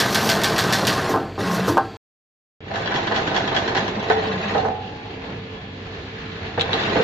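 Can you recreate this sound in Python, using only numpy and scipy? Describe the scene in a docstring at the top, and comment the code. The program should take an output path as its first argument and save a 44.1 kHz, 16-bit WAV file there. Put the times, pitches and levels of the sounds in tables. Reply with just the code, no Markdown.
"""Fast, evenly timed clacks of a cable crimping press, heard in mono from beside the workbench.
Each stroke thumps the ram, knocks the frame, rings the jaws and spits air; a droning stepper motor runs
the rattling carriage into its stops and sheet steel rings. After a silent gap we listen in stereo over
the tray: a slower burst, a pause in which the next cable scrapes in over motor hum and room tone, and
then the gripper snaps and the carriage sets off again."""
import sys
import numpy as np
from scipy import signal
from scipy.fft import rfft, irfft, next_fast_len
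from scipy.io import wavfile
from scipy.ndimage import uniform_filter1d

SR = 44100
rng = np.random.default_rng(int(sys.argv[2]) if len(sys.argv) > 2 else 0)


def persist_wave(psi):
    """Save psi, clipped to +-1, as 16-bit WAV."""
    counts = np.round(np.clip(psi, -1, 1) * 32767).astype(np.int16)
    wavfile.write(sys.argv[1], SR, np.atleast_2d(counts).T)


N = 310023

BESIDE_S, ABOVE_S = (0, 1.969), (2.605, 7.1)  # start and end beside the bench and over the tray
BESIDE_TOP_HZ, ABOVE_TOP_HZ = 14200, 7300
SHAKE_S, SETTLE_S = 0.12, 0.064  # after a run the frame shakes on; loose parts settle sooner

# The hits within one press stroke. Each row: time from the crimp in seconds, levels of thump, frame,
# jaw and valve in dB, decay in seconds.
FAST_CYCLE = [(-.045, -5, -5, -35.5, -33, 0.0073), (-.027, -15.5, -22, -9, -26, 0.0072),
              (-.008, -30, -16.5, -4.5, -4.5, 0.012), (0, -24, -10, -1, -19.5, 0.016),
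              (0.012, -28.5, -18.5, -12.5, -28.5, 0.088), (0.016, -22, -18, -11.5, -20, .008),
              (0.027, -23, -14, -15.5, -26, .008), (0.052, -17.5, -9.5, -15, -20.5, 0.011)]
SLOW_CYCLE = [(-.05, -15, -2, -20, -35, 0.019), (-.018, -13, -2, -7.5, -23, 0.098),
              (0, -11.5, -8, -3, -14.5, 0.0087), (0.009, -17, -1.5, -15, -16.5, 0.033),
              (.058, -1, -11, -19, -26, 0.0072), (0.112, -7.5, -7, -9.5, -20.5, 0.024)]
# Carriage and clamps hitting their stops. Each row: start in seconds, levels of frame, thud and ring in
# dB, best-excited pitch in Hz, treble limit in Hz, second hit's offset in seconds and relative dB.
STOP_KNOCKS = [(.978, -30, -24, -31, 700, 2500, 0.015, -12), (1.094, -35, -21.5, -20, 353, 1960, .011, -3),
               (1.14, -16.5, -21.5, -18.5, 1060, 2500, 0.0069, -5),
               (1.161, -16.5, -27, -19, 700, 1200, 0.018, -8),
               (1.379, -27, -22.5, -34, 1000, 3980, .015, -2.5),
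               (1.68, -17, -16, -15.5, 298, 2500, 0.017, -4.5),
               (1.771, -13.5, -35, -12, 1150, 7000, .008, -4), (4.1, -12.5, -20, -14, 380, 3800, .012, -5),
               (4.548, -17.5, -21, -21, 800, 1490, .007, -4),
               (4.571, -20, -23, -22.5, 800, 1200, 0.0098, -11.5),
               (4.65, -17.5, -26.5, -28, 795, 1200, .017, -5.5),
               (4.686, -24.5, -33, -27, 800, 900, 0.011, -9),
               (6.577, -20.5, -21, -33, 700, 3000, 0.0088, -3.5),
               (6.693, -24.5, -28, -43, 700, 2000, 0.013, -9),
               (6.73, -22, -23, -38, 695, 3000, 0.0077, -5.5),
               (6.957, -19, -16.5, -33, 450, 3000, .01, 1.5), (6.987, -23, -20, -44, 450, 1500, .012, 3)]
# The feed slide's knock: one such row without the start. Its softer hit comes 0.4 seconds earlier.
FEED_KNOCK = (-23, -31.5, -33, 908, 3001, -0.4, -3.5)
# Cam followers and cutter clacking. 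Each row: start in seconds, level in dB, best-excited pitch in Hz.
CAM_CLACKS = [(2.757, -29, 1600), (2.859, -27.5, 3300), (2.875, -27, 2170), (2.92, -25.5, 1700),
              (2.958, -27, 2600), (3.075, -25.5, 1900), (3.121, -23, 1550), (3.165, -29.5, 3200),
              (3.275, -26.5, 1700), (3.363, -24.5, 2800), (3.478, -29, 2800), (3.545, -32, 3300),
              (3.564, -21, 2400), (3.68, -25, 1610), (3.771, -22, 2000)]
# The gripper closing on the cable. Each row: start in seconds, level in dB, decay in seconds,
# relative ring level in dB, best-excited pitch in Hz.
GRIPPER_SNAPS = [(4.108, -36, .03, 7, 4800), (6.594, -30, .025, -6, 3500), (6.603, -29, .012, -4, 3300),
                 (6.61, -21.5, .01, 7, 3600), (6.731, -27, .007, 9.5, 3950), (6.738, -27, .006, 6, 3950)]
# The gripper's catch springing home: start in seconds, level in dB, decay in seconds.
CATCH_SNAP = (6.615, -36, .003)
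# Runs of feeder and carriage. Each row: start, stop and run-up in seconds, slide level in dB,
# chatter against slide in dB, rubbing against loose ticks in dB.
CARRIAGE_RUNS = [(-.1, 1.12, .05, -22.5, -8, 3), (1.374, 1.71, 0.031, -26.5, -4.5, 5),
                 (2.62, 3.86, 0.17, -28, -8, 1), (3.89, 4.58, 0.18, -29, -6, 0.5),
                 (4.39, 4.53, 0.09, -45.5, 2, 13), (6.55, 7.1, 0.26, -25.5, -4, 5)]
# Stepper moves. Each row: start and stop in seconds, opening pitch in Hz, glide in Hz per second,
# levels of drone and buzz in dB.
STEPPER_MOVES = [(1.023, 1.17, 197.7, -100, -33, -46), (1.372, 1.47, 176, 20, -36, -44),
                 (1.43, 1.585, 181, -18, -26, -40.5), (1.545, 1.675, 184, 35, -25, -41),
                 (3.953, 4.011, 206, 47, -22, -49), (4.261, 4.408, 202, -130, -29.5, -51),
                 (4.448, 4.565, 191.3, 221, -31, -49)]
# Exhaust air. Each row: time of the peak in seconds, level in dB, rise and decay in seconds.
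AIR_PUFFS = [(.13, -29, 0.04, 0.056), (0.251, -27.5, 0.029, 0.087), (1.096, -33, 0.0061, .04),
             (1.395, -49, 0.0042, 0.063), (1.55, -32, 0.041, 0.032), (1.685, -28, 0.011, 0.03)]
# The idling motor's tones. Each row: pitch in Hz, level in dB.
HUM_TONES = [(96.9, -42.5), (192.5, -48.5), (263.8, -49.5), (384, -56), (446.8, -46.5), (1039, -61.5),
             (1730, -58.5), (3300, -61.5)]
# A swell added to the lowest tone under load: start in seconds, relative level in dB, decay in seconds.
LOAD_SURGE = (6.577, 9.9, .14)

# Ringing steel parts. Each row: pitch in Hz, level in dB, time to fall by 60 dB in seconds.
JAW_MODES = [(1550, 2.5, 0.27), (1725, -1.5, 0.26), (1897, -7, 0.22), (3250, -3.5, 0.068),
             (3340, -6, 0.052), (3500, -6.5, 0.1), (4190, -7.5, 0.14), (4690, -0.5, 0.12),
             (5300, -2.5, 0.082)]
LINKAGE_MODES = [(988, 2, 0.12), (1526, -1.5, .1), (1615, -5.5, .09), (1720, -2, 0.15), (1940, -6.5, .1),
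                 (2810, -9, 0.13), (3100, -5, 0.099), (3334, -2.5, .14), (4000, -6.5, .1),
                 (4530, -6.5, .09), (5460, -7.5, 0.073)]
HOUSING_MODES = [(345, -3.5, .5), (446, -2, .33), (642, -6, .2), (715, -9, 0.26), (779, -1.5, 0.3),
                 (901, -1.5, .15), (1066, -7.5, .2), (1200, -6, .15), (1333, -10, 0.33), (1510, -8, 0.153),
                 (1610, -11, .3)]
TRAY_MODES = [(437, -3.5, 0.78), (553, -7, 0.11), (658, -3.5, .23), (700, -4.5, .44), (755, -4.5, 0.75),
              (781.7, -2.5, .6), (819, -2, .14), (841, -14, 1.5), (1264, -6, .2), (1540, -7.5, 0.14),
              (1745, -2, 0.17)]
GRIPPER_MODES = [(2246, -12, .08), (3150, -9, .05), (3330, -6, .07), (3710, -3, .04), (3840, -6, .035),
                 (3967, -5, .055), (4170, -11, .08)]

# Resonances of frame, jaws, rails, panels and room tone. Each row: centre in Hz, width in Hz, dB boost.
FRAME_PEAKS = [(199.8, 37, 10.5), (374.4, 25, 4.5), (447, 20, 6.5), (666, 16, 7.5), (788, 18, 6),
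               (935, 22, 3.5), (1056.5, 33, 8.5), (1213, 33, 7.5), (1514, 28, 10.5), (1806, 70, 7)]
JAW_PEAKS = [(1670, 130, 4.3), (3460, 110, 2.6), (4237, 64, 6), (4700, 23, 3.5), (5660, 160, 4.3)]
RAIL_PEAKS = [(1924, 73, 7.5), (2680, 77, 9), (3120, 80, 2), (3886, 120, 5.5)]
PANEL_PEAKS = [(450, 38, 6.1), (714, 40, 5), (910, 40, 8.3), (1065, 53, 21), (1217, 42, 10), (1550, 110, 6)]
SHOP_PEAKS = [(445, 46, 4), (1700, 76, 4.5), (2710, 110, 3.5)]

# Tone colours of the machine's parts and the workshop air. Each row: frequency in Hz, relative dB.
THUMP_EQ = [(30, -20.5), (70, -13), (110, 1.5), (200, -3.5), (340, 1), (600, -21), (2000, -46)]
JAW_EQ = [(300, -23), (1000, -10), (1700, 3.5), (2400, 0.5), (4200, 2), (6000, -5), (8000, -11),
          (14000, -22)]
VALVE_EQ = [(500, -29), (3000, -0.5), (6000, 6), (9000, -6.5), (12000, -1), (14000, 0.5)]
GRIPPER_EQ = [(400, -21), (1500, -7.5), (2800, -6), (3400, -6), (3900, -3), (4300, -15), (5200, -23),
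              (8000, -31.5)]
CATCH_EQ = [(2500, -30), (4400, -10), (6000, 3), (8200, 0), (8700, -45), (14000, -66)]
LEAK_EQ = [(2000, -20.5), (4000, -11.5), (4550, 6.5), (5200, -12.5), (7500, -10.5), (9000, -28.5),
           (14000, -22.5)]
SHOP_EQ = [(25, -20), (55, -4.5), (90, -2.5), (170, -2), (300, -7), (480, -8.5), (600, -14), (780, -13),
           (1200, -19.5), (1750, -19.5), (2300, -19), (4300, -25), (5200, -35.5), (7400, -45.5),
           (11000, -58)]
# Frame knock, cabinet thud, slide rumble and bright chatter as they sound from each listening place.
# Each row: frequency in Hz, relative level in dB.
KNOCK_BESIDE_EQ = [(100, -19.5), (300, -4), (450, -0.5), (800, 4), (1150, 2), (1650, -9.5), (2100, -23),
                   (5000, -27.5), (12000, -53)]
KNOCK_ABOVE_EQ = [(100, -19.5), (300, 0.5), (480, -3), (800, 7), (1100, -6.5), (1700, -3.5), (2400, -15),
                  (4000, -14), (7000, -35.5)]
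THUD_BESIDE_EQ = [(50, -21), (115, 1), (210, -22), (290, 6), (345, -4), (430, -2), (700, -24),
                  (2000, -69.5)]
THUD_ABOVE_EQ = [(50, -18), (95, 6), (160, 5), (300, -7), (400, 0.5), (470, 16), (580, -5.5), (900, -16),
                 (2000, -29)]
SLIDE_BESIDE_EQ = [(30, -30), (70, -8.5), (115, 5.5), (200, -1), (400, 0.5), (700, 0), (1200, -6.5),
                   (1700, -16), (2500, -22.5), (8000, -51)]
SLIDE_ABOVE_EQ = [(30, -11.5), (70, -10.5), (105, 3), (200, -2), (420, 2), (800, -1), (1200, -10.5),
                  (1800, -17.5), (2600, -23.5), (8000, -42)]
CHATTER_BESIDE_EQ = [(400, -10), (1500, 7), (2400, -2.5), (4300, -2.5), (6000, -10), (8000, -15.5),
                     (14000, -23.5)]
CHATTER_ABOVE_EQ = [(400, -8), (1200, 1.5), (1900, 3.5), (2500, 0), (4000, -2), (5000, -12.5), (7400, -22)]

# Stereo width from reflections over the tray. Each row: frequency in Hz, side against mid in dB.
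STEREO_WIDTH = [(60, -33.5), (120, -38), (200, -28), (370, -12), (680, -3), (1260, -1), (2600, 1.5),
                (4200, 0), (7500, -0.5)]
# The machine stands to the right. Each row: frequency in Hz, left minus right in dB at an offset of 1.
STEREO_BALANCE = [(110, -1.5), (370, -3.5), (680, -9), (1260, -5), (2300, -0.5), (4200, 3)]


def press(strokes, cycle, frame_eq, jaw_eq, modes, crack_db, ring_db, ring_hz):
    """Each stroke runs one cam cycle: the ram thumps, the frame knocks, jaws clack, the valve spits."""
    def part(column):
        hits = [(s + step[0], db + step[column], step[-1]) for s, db in strokes for step in cycle]
        return blows(hits, room_db=-12.5, room_s=0.083, crack_db=crack_db)
    thump = colour(part(1), THUMP_EQ)
    frame = colour(part(2), frame_eq, FRAME_PEAKS)
    jaws = colour(part(3), jaw_eq, JAW_PEAKS)
    valve = colour(part(4), VALVE_EQ)
    jaw_hits = [(s + lag, db + jaw_db + ring_db, ring_hz)
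                for s, db in strokes for lag, _, _, jaw_db, _, _ in cycle if s + lag > 0]
    return thump + frame + jaws + valve + ring(jaw_hits, modes, octaves=2.4, rough=.22)


def stroke_burst(first_s, period_s, db, count, run_up_db=0, run_up_s=0.16):
    """Evenly timed strokes (s, dB); with a run-up they start soft and build to full force."""
    elapsed = period_s * np.arange(count)
    return list(zip(first_s + elapsed, db + run_up_db * np.exp(-elapsed / run_up_s)))


def carriage_stops(knocks, frame_eq, thud_eq, modes, room_db, room_s, rough):
    """The carriage hits each stop twice: a hard knock, a dull cabinet thud and ringing steel."""
    hits = [(s + lag, frame + db, thud + db, steel + db, hz, top)
            for s, frame, thud, steel, hz, top, second_s, second_db in knocks
            for lag, db in ((0, 0), (second_s, second_db))]
    s, frame_db, thud_db, ring_db, best_hz, top_hz = np.transpose(hits)
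    knock = heavy_blows(zip(s, frame_db, top_hz), decay_s=0.013, room_db=room_db, room_s=room_s)
    thud = heavy_blows(zip(s, thud_db, top_hz), decay_s=0.0074, room_db=-8, room_s=0.096)
    steel = ring(zip(s, ring_db, best_hz), modes, octaves=0.68, rough=rough)
    return colour(knock, frame_eq, FRAME_PEAKS) + colour(thud, thud_eq) + steel


def feed_knocks(strokes, lead_s=.047):
    """Cues for the feed slide, which meets its stop just ahead of each crimp in mid-burst."""
    return [(s - lead_s, *FEED_KNOCK) for s, _ in strokes[2:-1]]


def linkage():
    """Steel followers drop against their cams: a short hard clack, then the linkage rings."""
    hits = blows([(s, db, .012) for s, db, _ in CAM_CLACKS], room_db=-12, room_s=0.032, crack_db=-18)
    clack = undb(-10) * colour(hits, CHATTER_ABOVE_EQ, JAW_PEAKS)
    return clack + ring(CAM_CLACKS, LINKAGE_MODES, octaves=0.87, rough=0.33)


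def gripper():
    """The gripper snaps shut with a rough, quickly damped clack and a short ring."""
    s, db, decay, ring_db, best_hz = np.transpose(GRIPPER_SNAPS)
    hits = blows(zip(s, db, decay), room_db=-13, room_s=0.03, crack_db=-20)
    steel = ring(zip(s, db + ring_db, best_hz), GRIPPER_MODES, octaves=0.45, rough=.4)
    return undb(2.5) * colour(hits, GRIPPER_EQ) + steel


def catch():
    """The gripper's catch springs home with one bright mono snap."""
    return colour(blows([CATCH_SNAP], room_db=-20, room_s=.012, crack_db=-12), CATCH_EQ)[0]


def carriage_rattle(runs, slide_eq, chatter_eq, spread_db):
    """Moving slides shake the frame and rub, while small loose parts chatter."""
    slides = colour(contacts(rate=300, spread_db=2, smear_s=0.004), slide_eq, FRAME_PEAKS)
    rub = colour(contacts(rate=110, spread_db=-1.5, smear_s=0.02), chatter_eq, JAW_PEAKS + RAIL_PEAKS)
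    ticks = colour(loose_parts(rate=125, spread_db=spread_db, ring_s=.015), chatter_eq, JAW_PEAKS)
    out = 0
    for start, stop, rise, db, chatter_db, rub_db in runs:
        blend = (ticks + undb(rub_db) * rub) / np.hypot(1, undb(rub_db))
        chatter = undb(chatter_db) * swell(start, stop, rise, SETTLE_S) * blend
        rumble = swell(start, stop, rise, SHAKE_S) * slides
        out = out + undb(db) * (rumble + chatter)
    return out


def loose_parts(rate, spread_db, ring_s, partials=5):
    """Small steel parts tick at random, each ringing briefly at a few pitches of its own."""
    out, t = np.zeros((2, N + SR)), np.arange(SR // 25) / SR
    for _ in range(int(rate * N / SR)):
        start = rng.integers(N)
        size = undb(spread_db * np.clip(rng.standard_normal(), -2, 2))
        hz = 800 * 17 ** rng.random((2, partials, 1))  # 800 to 13600 Hz
        tones = np.sqrt(hz) * np.sin((2 * np.pi * hz * t).astype(np.float32))
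        out[:, start:start + len(t)] += size * tones.sum(axis=1) * np.exp(-t / ring_s)
    return out[:, :N] / out[:, :N].std()


def stepper(ramp_s=0.032, db_per_octave=-3.5):
    """The carriage motor drones on each move; its buzz whines as it glides through panel resonances."""
    out = np.zeros(N)
    orders = np.arange(3, 19)[:, None] / 2  # buzz partials, spaced at half the drone's pitch
    waver, strain = 1 + 0.0047 * walk(40), undb(0.51 * walk(53))
    for start, stop, hz, glide, drone_db, buzz_db in STEPPER_MOVES:
        span = np.arange(int(start * SR), int(stop * SR))
        t = span / SR
        pitch = (hz + glide * (t - start)) * waver[span]
        cycles = np.cumsum(pitch) / SR
        drive = np.clip(np.minimum(t - start, stop - t) / ramp_s, 0, 1)
        gains = undb(buzz_db + db_per_octave * np.log2(orders) + resonances(PANEL_PEAKS, orders * pitch))
        buzz = np.sum(gains * np.sin(2 * np.pi * (orders * cycles + rng.random(orders.shape))), axis=0)
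        out[span] += drive * (undb(drone_db) * np.sin(2 * np.pi * cycles) + buzz)
    return np.sqrt(2) * strain * out


def air_valves():
    """Cylinders vent in short hisses over the faint, steady leak of a fitting."""
    t = np.arange(N) / SR
    flow = sum(undb(db) * np.exp(-np.maximum((s - t) / rise, (t - s) / decay))
               for s, db, rise, decay in AIR_PUFFS)
    leak = colour(rng.standard_normal((2, N)), LEAK_EQ)
    puffs = colour(flow * rng.standard_normal((2, N)), VALVE_EQ)
    return puffs + undb(-53.5) * leak


def cable_scrape(start_s=5.14, end_s=6.55):
    """The next cable rubs along its guide, a faint scrape that grows as it is pushed in."""
    rub = colour(contacts(rate=270, spread_db=6, smear_s=.008, wash=1.7), CHATTER_ABOVE_EQ, JAW_PEAKS)
    return undb(-41.5) * swell(start_s, end_s, end_s - start_s, SETTLE_S) * rub


def motor_hum():
    """The idling motor's tones waver; the lowest swells as it takes up the load."""
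    load_s, load_db, load_decay = LOAD_SURGE
    surge = 1 + undb(load_db) * swell(load_s, load_s, .01, load_decay)
    tones = 0
    for k, (hz, db) in enumerate(HUM_TONES):
        phase = 2 * np.pi * np.cumsum(hz + (2 + .002 * hz) * walk(22)) / SR
        level = np.sqrt(2) * undb(db + 2.4 * walk(7)) * (surge if k == 0 else 1)
        tones = tones + level * np.sin(phase + 2 * np.pi * rng.random((2, 1)))
    return tones


def room_tone():
    """Steady workshop background noise, with a slight watery flicker in each band."""
    wash = colour(contacts(rate=180, spread_db=4, smear_s=0.037), SHOP_EQ, SHOP_PEAKS)
    wash = flicker(wash, depth_db=1.7, rate=20)
    return undb(-35.5 + 1.2 * walk(5.5)) * wash


def blows(hits, room_db, room_s, crack_db):
    """Each hit (s, dB, decay s) is one hard crack, a quickly dying burst of rebounds and a room tail."""
    power, cracks, t = np.zeros(N), np.zeros((2, N)), np.arange(SR // 2) / SR
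    for s, db, decay in hits:
        start = max(int(s * SR), 0)
        burst = undb(db) ** 2 * (np.exp(-2 * t / decay) + undb(room_db) ** 2 * np.exp(-2 * t / room_s))
        power[start:start + len(t)] += burst[:N - start]
        cracks[0, start] += (s > 0) * undb(crack_db) * np.sqrt(burst.sum())
    return cracks + np.sqrt(power) * contacts(rate=830, spread_db=1, smear_s=0.00033)


def heavy_blows(hits, decay_s, room_db, room_s, crack_db=-7.5):
    """Each hit (s, dB, treble limit Hz) is a push, a shudder and a room tail; soft contact is dull."""
    out, t = np.zeros((2, N + SR)), np.arange(SR // 2) / SR
    power = np.exp(-2 * t / decay_s) + undb(room_db) ** 2 * np.exp(-2 * t / room_s)
    for s, db, top_hz in hits:
        blow = np.sqrt(power) * rng.standard_normal((2, len(t)))
        blow[0, 0] += undb(crack_db) * np.sqrt(power.sum())
        start = int(s * SR)
        out[:, start:start + len(t)] += undb(db) * signal.lfilter(*signal.butter(2, top_hz, fs=SR), blow)
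    return out[:, :N]


def ring(hits, modes, octaves, rough, knots=16):
    """Steel rings after each hit (s, dB, Hz), favouring modes near that pitch; loose joints waver it."""
    out, hits = np.zeros((2, N)), list(hits)
    for hz, mode_db, t60 in modes:
        t = np.arange(int(t60 * SR)) / SR
        tone = np.exp((2j * np.pi * hz - np.log(1000) / t60) * t)
        for s, db, best_hz in hits:
            start = int(s * SR)
            detune = np.log2(hz / best_hz) / octaves
            size = undb(db + mode_db) / (1 + detune ** 2) / np.sqrt(1 + 2 * rough ** 2)
            phasor = np.exp(2j * np.pi * rng.random((2, 1)))
            wavers = 1 + rough * (rng.standard_normal((2, knots, 2)) @ [1, 1j])
            for channel, waver in zip(out, size * phasor * wavers):
                envelope = np.interp(t, np.linspace(0, t60, knots), waver)
                channel[start:start + len(t)] += (envelope * tone).imag[:N - start]
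    return out


def contacts(rate, spread_db, smear_s, wash=1.0):
    """Grainy mid and side noise: dense tiny impacts, smeared by nearby panels, over an even wash."""
    sizes = (rng.random(N) < rate / SR) * undb(spread_db * np.clip(rng.standard_normal(N), -2, 2))
    power = signal.lfilter([1], [1, -np.exp(-2 / (smear_s * SR))], sizes ** 2)
    return rng.standard_normal((2, N)) * np.sqrt((power / power.mean() + wash ** 2) / (1 + wash ** 2))


def colour(x, eq, peaks=(), size=4096):
    """Minimum-phase EQ of unit power: a broad curve with resonances on top."""
    hz = np.fft.rfftfreq(size, 1 / SR)
    db = curve_at(eq, hz) + resonances(peaks, hz)
    cepstrum = irfft(np.log(undb(db)))
    cepstrum[1:size // 2] *= 2  # folded forward, so nothing rings ahead of an attack
    cepstrum[size // 2 + 1:] = 0
    taps = irfft(np.exp(rfft(cepstrum)))
    return signal.oaconvolve(x, taps[None] / np.linalg.norm(taps), axes=1)[:, :N]


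def flicker(x, depth_db, rate, bands=18):
    """Each band of a noise wavers in level on its own."""
    size = next_fast_len(N)
    spectrum = rfft(x, size)
    place = curve_at([(50, 0), (5000, bands - 1)], np.fft.rfftfreq(size, 1 / SR))
    masks = (np.maximum(1 - np.abs(place - k), 0) for k in range(bands))
    return sum(irfft(spectrum * mask, size)[:, :N] * undb(depth_db * walk(rate)) for mask in masks)


def resonances(peaks, hz):
    """Boost in dB that the peaks give at each frequency."""
    return sum(db / (1 + (2 * (hz - centre) / width) ** 2) for centre, width, db in peaks)


def curve_at(points, hz):
    """Read (Hz, value) points on a log-frequency axis."""
    point_hz, value = np.transpose(points)
    return np.interp(np.log(hz + 1), np.log(point_hz), value)


def swell(start, stop, rise_s, fall_s):
    """Envelope that rises evenly, holds, and dies away after the stop."""
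    t = np.arange(N) / SR
    return np.clip((t - start) / rise_s, 0, 1) * np.exp(-np.maximum(t - stop, 0) / fall_s)


def walk(rate):
    """Smooth random drift through `rate` values a second, with a spread near 1."""
    hold = int(SR / rate)
    steps = np.repeat(rng.standard_normal(N // hold + 1), hold)
    return uniform_filter1d(uniform_filter1d(steps, hold), hold)[:N] / np.sqrt(.5)


def undb(db):
    """Decibels to gain."""
    return 10 ** (np.asarray(db) / 20)


def low_pass(x, top_hz):
    """Steep treble cut."""
    return signal.sosfilt(signal.ellip(10, .2, 80, top_hz, fs=SR, output="sos"), x)


def during(cues, span):
    """The cues that start within a span, or up to half a second before it."""
    return [cue for cue in cues if span[0] - .5 <= cue[0] < span[1]]


def stereo_image(sound, offset):
    """Mid and side to left and right: narrow bass, treble widened by reflections, a lean to one side."""
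    size = next_fast_len(N)
    hz = np.fft.rfftfreq(size, 1 / SR)
    mid, side = rfft(sound, size)
    side = side * undb(curve_at(STEREO_WIDTH, hz))
    lean = undb(offset * curve_at(STEREO_BALANCE, hz) / 2)
    return irfft(np.array([(mid + side) * lean, (mid - side) / lean]), size)[:, :N]


def perspective(sound, span, top_hz, fade_db=0, fade_s=0.17):
    """One listening place: faded up from fade_db, softly clipped, cut to its span, treble trimmed."""
    t = np.arange(N) / SR
    fade = undb(fade_db * np.exp(-np.abs(t - span[0]) / fade_s))
    gate = (t >= span[0]) & (t < span[1])
    return low_pass(np.tanh(sound * fade) * gate, top_hz)


def scene():
    """Fast crimping in mono beside the bench; slower crimping, pause and restart in stereo above."""
    bed = motor_hum() + room_tone()
    motor = stepper()
    fast = stroke_burst(first_s=.009, period_s=.14475, db=-15.5, count=7)
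    slow = stroke_burst(first_s=2.757, period_s=.202, db=-22.5, count=6, run_up_db=-6)

    beside = press(fast, FAST_CYCLE, KNOCK_BESIDE_EQ, JAW_EQ, JAW_MODES,
                   crack_db=-24.5, ring_db=-8.5, ring_hz=3000)
    beside += carriage_stops(during(STOP_KNOCKS, BESIDE_S), KNOCK_BESIDE_EQ, THUD_BESIDE_EQ,
                             HOUSING_MODES, room_db=-13, room_s=0.045, rough=0.64)
    beside += carriage_rattle(during(CARRIAGE_RUNS, BESIDE_S), SLIDE_BESIDE_EQ, CHATTER_BESIDE_EQ,
                              spread_db=0.5)
    beside += air_valves() + motor + undb(-3.5) * bed

    above = press(slow, SLOW_CYCLE, KNOCK_ABOVE_EQ, CHATTER_ABOVE_EQ, LINKAGE_MODES,
                  crack_db=-26, ring_db=-3.5, ring_hz=2400)
    above += carriage_stops(during(STOP_KNOCKS, ABOVE_S) + feed_knocks(slow), KNOCK_ABOVE_EQ,
                            THUD_ABOVE_EQ, TRAY_MODES, room_db=-14, room_s=0.1, rough=.35)
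    above += carriage_rattle(during(CARRIAGE_RUNS, ABOVE_S), SLIDE_ABOVE_EQ, CHATTER_ABOVE_EQ,
                             spread_db=3)
    above += linkage() + gripper() + cable_scrape() + motor
    above = stereo_image(above, offset=0.31) + stereo_image(bed, offset=0.27)
    return (perspective(beside[0], BESIDE_S, BESIDE_TOP_HZ)
            + perspective(above, ABOVE_S, ABOVE_TOP_HZ, fade_db=-4) + catch())


def record(dry):
    """Trim the highest treble off the whole mix."""
    return low_pass(dry, BESIDE_TOP_HZ)


dry = scene()
out = record(dry)
persist_wave(out)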